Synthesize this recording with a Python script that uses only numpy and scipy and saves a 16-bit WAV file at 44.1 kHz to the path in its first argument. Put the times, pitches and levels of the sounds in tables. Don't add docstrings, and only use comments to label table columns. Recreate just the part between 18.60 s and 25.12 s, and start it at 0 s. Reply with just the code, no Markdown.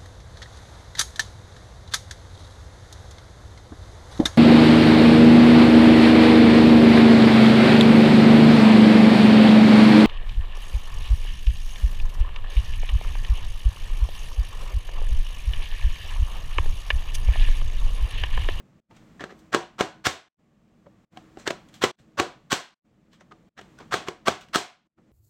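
import sys
import numpy as np
from scipy import signal
from scipy.fft import rfft, irfft
from scipy.io import wavfile

SR = 44100
rng = np.random.default_rng(int(sys.argv[2]) if len(sys.argv) > 2 else 0)


def materialize(psi):
    bounded = np.clip(np.atleast_2d(psi).T, -1, 1)
    quanta = np.round(bounded * 32767).astype(np.int16)
    wavfile.write(sys.argv[1], SR, quanta)


N = 287432
SIZE, ONSET = 32768, 2048
T = (np.arange(SIZE) - ONSET) / SR
HZ = np.maximum(np.fft.rfftfreq(SIZE, 1 / SR), 1)


def from_db(db):
    return 10 ** (np.asarray(db) / 20)


def at_hz(points, hz):
    knots, values = np.transpose(points)
    return np.interp(np.log(hz), np.log(knots), values)


def between(t, start, end, fade_in_s, fade_out_s):
    return np.clip(np.minimum((t - start) / fade_in_s, (end - t) / fade_out_s), 0, 1)


def steady_noise(spectrum):
    hz = np.maximum(np.fft.rfftfreq(N, 1 / SR), 1)
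    spectrum_of_noise = rfft(rng.standard_normal(N)) * from_db(at_hz(spectrum, hz))
    x = irfft(spectrum_of_noise, N)
    return x / x.std()


# frequency in Hz, level in dB.
HUM_SPECTRUM = [(15, -39), (25, -6.5), (102, -4.5), (140, 1.5), (227, 2.5), (284, -10), (320, 3.5),
                (350, -13.5), (383, -11), (628, -14.5), (900, -22.5), (1170, -54.5), (1980, -120)]
# frequency in Hz, level in dB.
HISS_SPECTRUM = [(240, -27), (400, -4), (643, -6), (928, -7.5), (1150, -3.5), (1560, -10), (1740, -8),
                 (5070, -20.5), (7440, -20), (10400, -34), (15500, -31)]
# start in seconds, end in seconds.
LID_SWINGS = [(.27, .86), (2.48, 3.23), (4.95, 5.45)]
HUM_DB, HISS_DB = -58, -70.5
SWELL_HUM_DB, SWELL_HISS_DB, SWELL_FADE_S = 4, 7, .08
SHUT_CUSHIONING = .4
SINK_DB, RECOVERY_DB_PER_S = 10.5, 12.5
HUSH_DB, HUSH_S = 10, 0.327


def background(t):
    swing = sum(between(t, start, end + SWELL_FADE_S, SWELL_FADE_S, SWELL_FADE_S) for start, end in LID_SWINGS)
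    sunk_db = 0
    for s, _, cushioning, *_ in FIST_BLOWS:
        if cushioning < SHUT_CUSHIONING:
            sunk_db += (t > s) * np.maximum(SINK_DB - RECOVERY_DB_PER_S * (t - s), 0)
            sunk_db += HUSH_DB * between(t, s, s + HUSH_S, fade_in_s=.1, fade_out_s=0.033)
    hum = from_db(HUM_DB + SWELL_HUM_DB * swing) * steady_noise(HUM_SPECTRUM)
    hiss = from_db(HISS_DB + SWELL_HISS_DB * swing) * steady_noise(HISS_SPECTRUM)
    return from_db(-sunk_db) * (hum + hiss)


# start in seconds, end in seconds.
LEVEL_DIPS = [(.2, .306), (1.683, 1.792), (2.448, 2.526), (3.312, 3.4), (4.141, 4.252), (4.889, 4.975),
              (6.272, 6.381)]
DIP_DB = -28.5


def dips(t, fall_s=0.0069, rise_s=0.025):
    return from_db(DIP_DB * sum(between(t, start, end, fall_s, rise_s) for start, end in LEVEL_DIPS))


def until_next_dip(s):
    middles = [(start + end) / 2 for start, end in LEVEL_DIPS]
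    next_middle = min([middle for middle in middles if middle > s] + [N / SR])
    return T < next_middle - s


def dying(t60):
    return (T >= 0) * from_db(-60 * np.maximum(T, 0) / t60)


def grains(spread_db):
    sizes = from_db(spread_db * rng.standard_normal(SIZE // 32))
    x = rng.standard_normal(SIZE) * np.repeat(sizes, SIZE // len(sizes))
    return x / x.std()


def clumps(spread_db):
    knots = T[::128]
    gain = from_db(spread_db * np.interp(T, knots, rng.standard_normal(len(knots))))
    return gain / np.sqrt(np.mean(gain ** 2))


def resonance(hz, width_hz, lift_db):
    return lift_db / (1 + (2 * (HZ - hz) / width_hz) ** 2)


def coloured(x, curve_db):
    cepstrum = irfft(np.log(from_db(curve_db)))
    cepstrum[1:SIZE // 2] *= 2
    cepstrum[SIZE // 2 + 1:] = 0
    return irfft(rfft(x) * np.exp(rfft(cepstrum)))


# frequency in Hz, t60 in seconds.
KITCHEN_DECAY = [(100, .3), (400, 0.26), (1000, 0.33), (2800, 0.33), (7500, 0.25), (12000, 0.24)]


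def kitchen_tail():
    white = rfft(rng.standard_normal(SIZE))
    knots = np.log(np.array(KITCHEN_DECAY)[:, 0])
    bands = [irfft(white * np.interp(np.log(HZ), knots, share)) for share in np.eye(len(KITCHEN_DECAY))]
    build_up = np.clip(T / 0.0013, 0, 1)
    return build_up * sum(band * dying(t60) for band, (_, t60) in zip(bands, KITCHEN_DECAY))


def rebound(delay_s=.00265, share=0.064, dull_hz=3500):
    repeat = share * np.exp(-2j * np.pi * HZ * delay_s) / (1 + (HZ / dull_hz) ** 2)
    return 20 * np.log10(np.abs(1 + repeat))


# frequency in Hz, width in Hz, mean lift in dB.
SHELL_RESONANCES = [(388, 35, 4.5), (563, 42, 3.5), (664, 32, 4), (737, 58, 7), (945, 51, -0.5),
                    (1082, 45, 3.5), (1330, 70, 0.5), (1620, 150, 2.5), (2170, 270, 1), (2920, 140, 3),
                    (3300, 160, 4.5), (3620, 90, 5), (4130, 250, 4.5), (5145, 160, 0), (5900, 140, 3.5),
                    (7060, 220, -3)]
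# frequency in Hz, level in dB.
CONTACT_SPECTRUM = [(40, -16.5), (130, -10), (250, -3), (420, -2.5), (800, -8.5), (1300, -6.5),
                    (2500, -11.5), (4500, -19), (7500, -21.5), (10000, -38.5), (15500, -41)]
# frequency in Hz, level in dB.
RASP_SPECTRUM = [(40, -23), (130, -17.5), (400, -22), (800, -17.5), (1400, -11.5), (2500, -19.5),
                 (4500, -24.5), (7500, -29), (10000, -43.5), (15500, -47)]
# frequency in Hz, level in dB.
TAIL_SPECTRUM = [(40, -35), (130, -21), (350, -16), (1000, -20), (2000, -24), (4000, -28.5), (7800, -31),
                 (10000, -47), (15500, -55.5)]


def clack(level_db, brightness, contact_s, lead_db, lead_s, room_db, strongest_db):
    shell_db = sum(resonance(hz, width, lift + rng.standard_normal()) for hz, width, lift in SHELL_RESONANCES)
    tilt_db = brightness * np.log2(np.maximum(HZ, 250) / 1000)
    body_db = level_db + shell_db + tilt_db

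    burst = grains(spread_db=0.5) * np.exp(np.minimum(T / 0.00018, -T / contact_s))
    snap = from_db(4.5) * np.gradient(rng.standard_normal(SIZE) * dying(0.013))

    rise = np.sin(np.pi / 2 * np.clip(1 + T / lead_s, 0, 1)) ** 2.2
    swell = rise * np.exp(-np.maximum(T, 0) / 0.0043)
    rasp = from_db(lead_db) * swell * grains(spread_db=4.0) * clumps(spread_db=1.1)

    near_walls = from_db(0.5) * dying(0.065) * grains(spread_db=0.0) * clumps(spread_db=3.0)
    tail = from_db(room_db) * (kitchen_tail() + near_walls)

    direct_db = strongest_db + rebound()
    parts = [
        (burst + snap, CONTACT_SPECTRUM, direct_db),
        (rasp, RASP_SPECTRUM, 1.3 * direct_db),
        (tail, TAIL_SPECTRUM, 0.28 * strongest_db),
    ]
    return sum(coloured(x, at_hz(spectrum, HZ) + body_db + lift_db) for x, spectrum, lift_db in parts)


# time of contact in seconds, level in dB, brightness in
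# dB per octave, contact decay constant in seconds, lead-in in dB, strongest resonance in Hz.
RUBS = [(.367, -38, 2.5, 0.0047, -3, 2370), (.708, -31, -2.3, 0.017, 6, 1800),
        (.791, -54.5, 6.5, 0.015, -3, 11770), (2.797, -37.5, 2.2, 0.038, 4, 7560),
        (3.087, -45, 3.5, 0.0077, -11, 11000), (3.141, -41, 5, 0.03, -6, 3300),
        (3.388, -39.5, 3, 0.0062, 1, 1530), (4.531, -44.5, 2.5, 0.024, -2.5, 3180),
        (4.991, -23, -1.5, 0.0059, 3, 1804), (5.203, -29.5, -1.5, 0.025, -1.5, 1200),
        (5.81, -37.5, 3.5, 0.022, -8, 2720)]


def scuff(level_db, brightness, contact_s, lead_db, hz):
    strongest_db = resonance(hz, 0.27 * hz, lift_db=6)
    return clack(level_db, brightness, contact_s, lead_db, 0.029, 0, strongest_db)


# time of contact in seconds, level in dB, brightness in dB per octave,
# contact decay constant in seconds, lead-in in dB, strongest resonance in Hz.
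FINGER_TAPS = [(.003, -37, -4.5, 0.0064, 0.5, 1080), (.309, -38, -2.5, 0.016, -7, 900),
               (.724, -28, -5.5, 0.0022, -2.5, 1150), (2.27, -37.5, -8.5, 0.0035, 7, 572),
               (2.573, -21.5, -1.3, 0.0029, -8.5, 759), (2.772, -20, -4.5, 0.0016, -13, 788),
               (4.608, -31, -2, .009, -2, 6000), (4.7213, -26.5, -3, 0.0024, -1, 1234),
               (5.0129, -27.5, -0.1, 0.0036, -12, 3150), (5.188, -33, 2, .0027, -6, 1498),
               (5.886, -38, 2, .001, -15, 2800), (6.386, -44, -7, 0.0087, 1.5, 1300)]


def tap(level_db, brightness, contact_s, lead_db, hz):
    strongest_db = resonance(hz, 0.11 * hz, lift_db=10.5)
    return clack(level_db, brightness, contact_s, lead_db, .017, -5, strongest_db)


# ratio to the box tone, relative level in dB, t60 in seconds.
BOX_MODES = [(0.921, -8.5, 0.22), (1.03, -5.5, .12), (1.19, -7.5, .15), (1.5, -15, .13), (1.95, -17, 0.24),
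             (2.55, -17.5, 0.29), (2.919, -18, .24)]


def hollow_box(level_db, hz):
    return sum(from_db(level_db + db) * dying(t60) * np.sin(2 * np.pi * hz * ratio * T)
               for ratio, db, t60 in BOX_MODES)


# time of contact in seconds, level in dB, brightness in
# dB per octave, contact decay constant in seconds, lead-in in dB, lead-in in seconds, room in dB,
# strongest resonance in Hz.
LID_LANDINGS = [ (.607, -19.5, -2, 0.022, -3, 0.021, -3, 1770),
                (.640, -13.5, -1.5, 0.0031, -2, .004, -6.5, 1706),
                (2.876, -3, 0, 0.0053, -5.5, 0.024, -6, 1702),
                (2.9076, -9, -1, 0.0029, 7, .0098, -3.5, 619), (5.341, -5, 0, .0045, 4.5, .035, 5.5, 1296),
                (5.4844, -5, -0.97, .0034, -10.5, .028, -7, 431), ]


def landing(level_db, brightness, contact_s, lead_db, lead_s, room_db, hz, box_db=-25, box_hz=385):
    strongest_db = resonance(hz, 0.25 * hz, lift_db=7.5)
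    contact = clack(level_db, brightness, contact_s, lead_db, lead_s, room_db, strongest_db)
    return contact + hollow_box(level_db + box_db, box_hz)


def counter_thud(level_db, low_hz=80, high_hz=130):
    low = 0.11 * dying(0.22) * np.sin(2 * np.pi * low_hz * T)
    high = dying(0.046) * np.sin(2 * np.pi * high_hz * T)
    return from_db(level_db) * (low + high)


def knock(level_db, hz, peak_s=0.0021, width_s=0.002):
    return from_db(level_db) * np.exp(-((T - peak_s) / width_s) ** 2) * np.sin(2 * np.pi * hz * T)


# frequency in Hz, mean relative level in dB, t60 in seconds.
CONTAINER_MODES = [(749, -42.5, 0.28), (867, -43, 0.23), (1009, -43, 0.33), (1330, -42.5, .25),
                   (1470, -47, .42), (1624, -45, 0.21)]


def container_ring(level_db):
    return sum(from_db(level_db + db + 2 * rng.standard_normal()) * dying(t60) * np.sin(2 * np.pi * hz * T)
               for hz, db, t60 in CONTAINER_MODES)


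# time of contact in seconds, level in dB, cushioning by the fruit from 0 to 1,
# contact decay constant in seconds, lower strongest resonance in Hz, upper strongest resonance in Hz, their lift
# in dB, hollow box tone in dB, its frequency in Hz, counter thud in dB.
FIST_BLOWS = [ (0.9467, 2.5, .98, 0.0042, 961, 1752, 2.9, -15.5, 378, -46.5),
              (1.208, 0.37, .85, 0.0041, 1016, 1317, 3.9, -21.5, 345.6, -37),
              (1.468, -1.5, .12, .0033, 1095, 1689, 3.5, -35.5, 305.4, -20),
              (3.2383, 0.63, .5, .0105, 830, 2039, 3.6, -18, 397.3, -41),
              (3.599, 2.5, .88, 0.0029, 572.6, 1126, 7.5, -18, 382.3, -39.5),
              (3.9276, -1.2, .02, .0022, 1110, 1456, 4, -38, 357, -37),
              (5.6814, 1.5, 0.68, 0.0053, 683, 1166, 9.4, -27.5, 415, -22),
              (5.9574, -.5, .08, 0.0024, 693, 1277, 9, -38.5, 380, -42), ]
BRIGHTNESS_DB_PER_OCTAVE, LEAD_IN_DB, ROOM_DB = (2, -1), (0.5, -4.5), (2, -1.38)
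KNOCK_LEVEL_DB, KNOCK_HZ = (-15, -22), (250, 483)
LEAD_IN_S = .031


def blow(level_db, cushioning, contact_s, low_hz, high_hz, lift_db, box_db, box_hz, thud_db):
    brightness, lead_db, room_db, knock_db, knock_hz = (
        np.interp(cushioning, [0, 1], ends)
        for ends in (BRIGHTNESS_DB_PER_OCTAVE, LEAD_IN_DB, ROOM_DB, KNOCK_LEVEL_DB, KNOCK_HZ))
    strongest_db = sum(resonance(hz, 0.1 * hz, lift_db) for hz in (low_hz, high_hz))
    contact = clack(level_db, brightness, contact_s, lead_db, LEAD_IN_S, room_db, strongest_db)
    lid = knock(level_db + knock_db, knock_hz)
    ringing = hollow_box(box_db, box_hz) + container_ring(level_db + room_db)
    return contact + lid + ringing + counter_thud(thud_db)


def without_deep_bass(x, corner_hz=62):
    return signal.sosfilt(signal.butter(3, corner_hz, "high", fs=SR, output="sos"), x)


def add(track, s, sound):
    at = round(s * SR) - ONSET + np.arange(SIZE)
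    inside = (at >= 0) & (at < N)
    track[at[inside]] += sound[inside]


def scene():
    t = np.arange(N) / SR
    dicer = np.zeros(N)
    sources = ((scuff, RUBS), (tap, FINGER_TAPS), (landing, LID_LANDINGS), (blow, FIST_BLOWS))
    for sound, events in sources:
        for s, *event in events:
            add(dicer, s, sound(*event) * until_next_dip(s))
    mix = without_deep_bass(dicer) + background(t)
    return (mix * dips(t))[None]


def record(dry):
    low_pass = signal.ellip(12, .1, 80, 15900, fs=SR, output="sos")
    return signal.sosfilt(low_pass, dry)


dry = scene()
out = record(dry)
materialize(out)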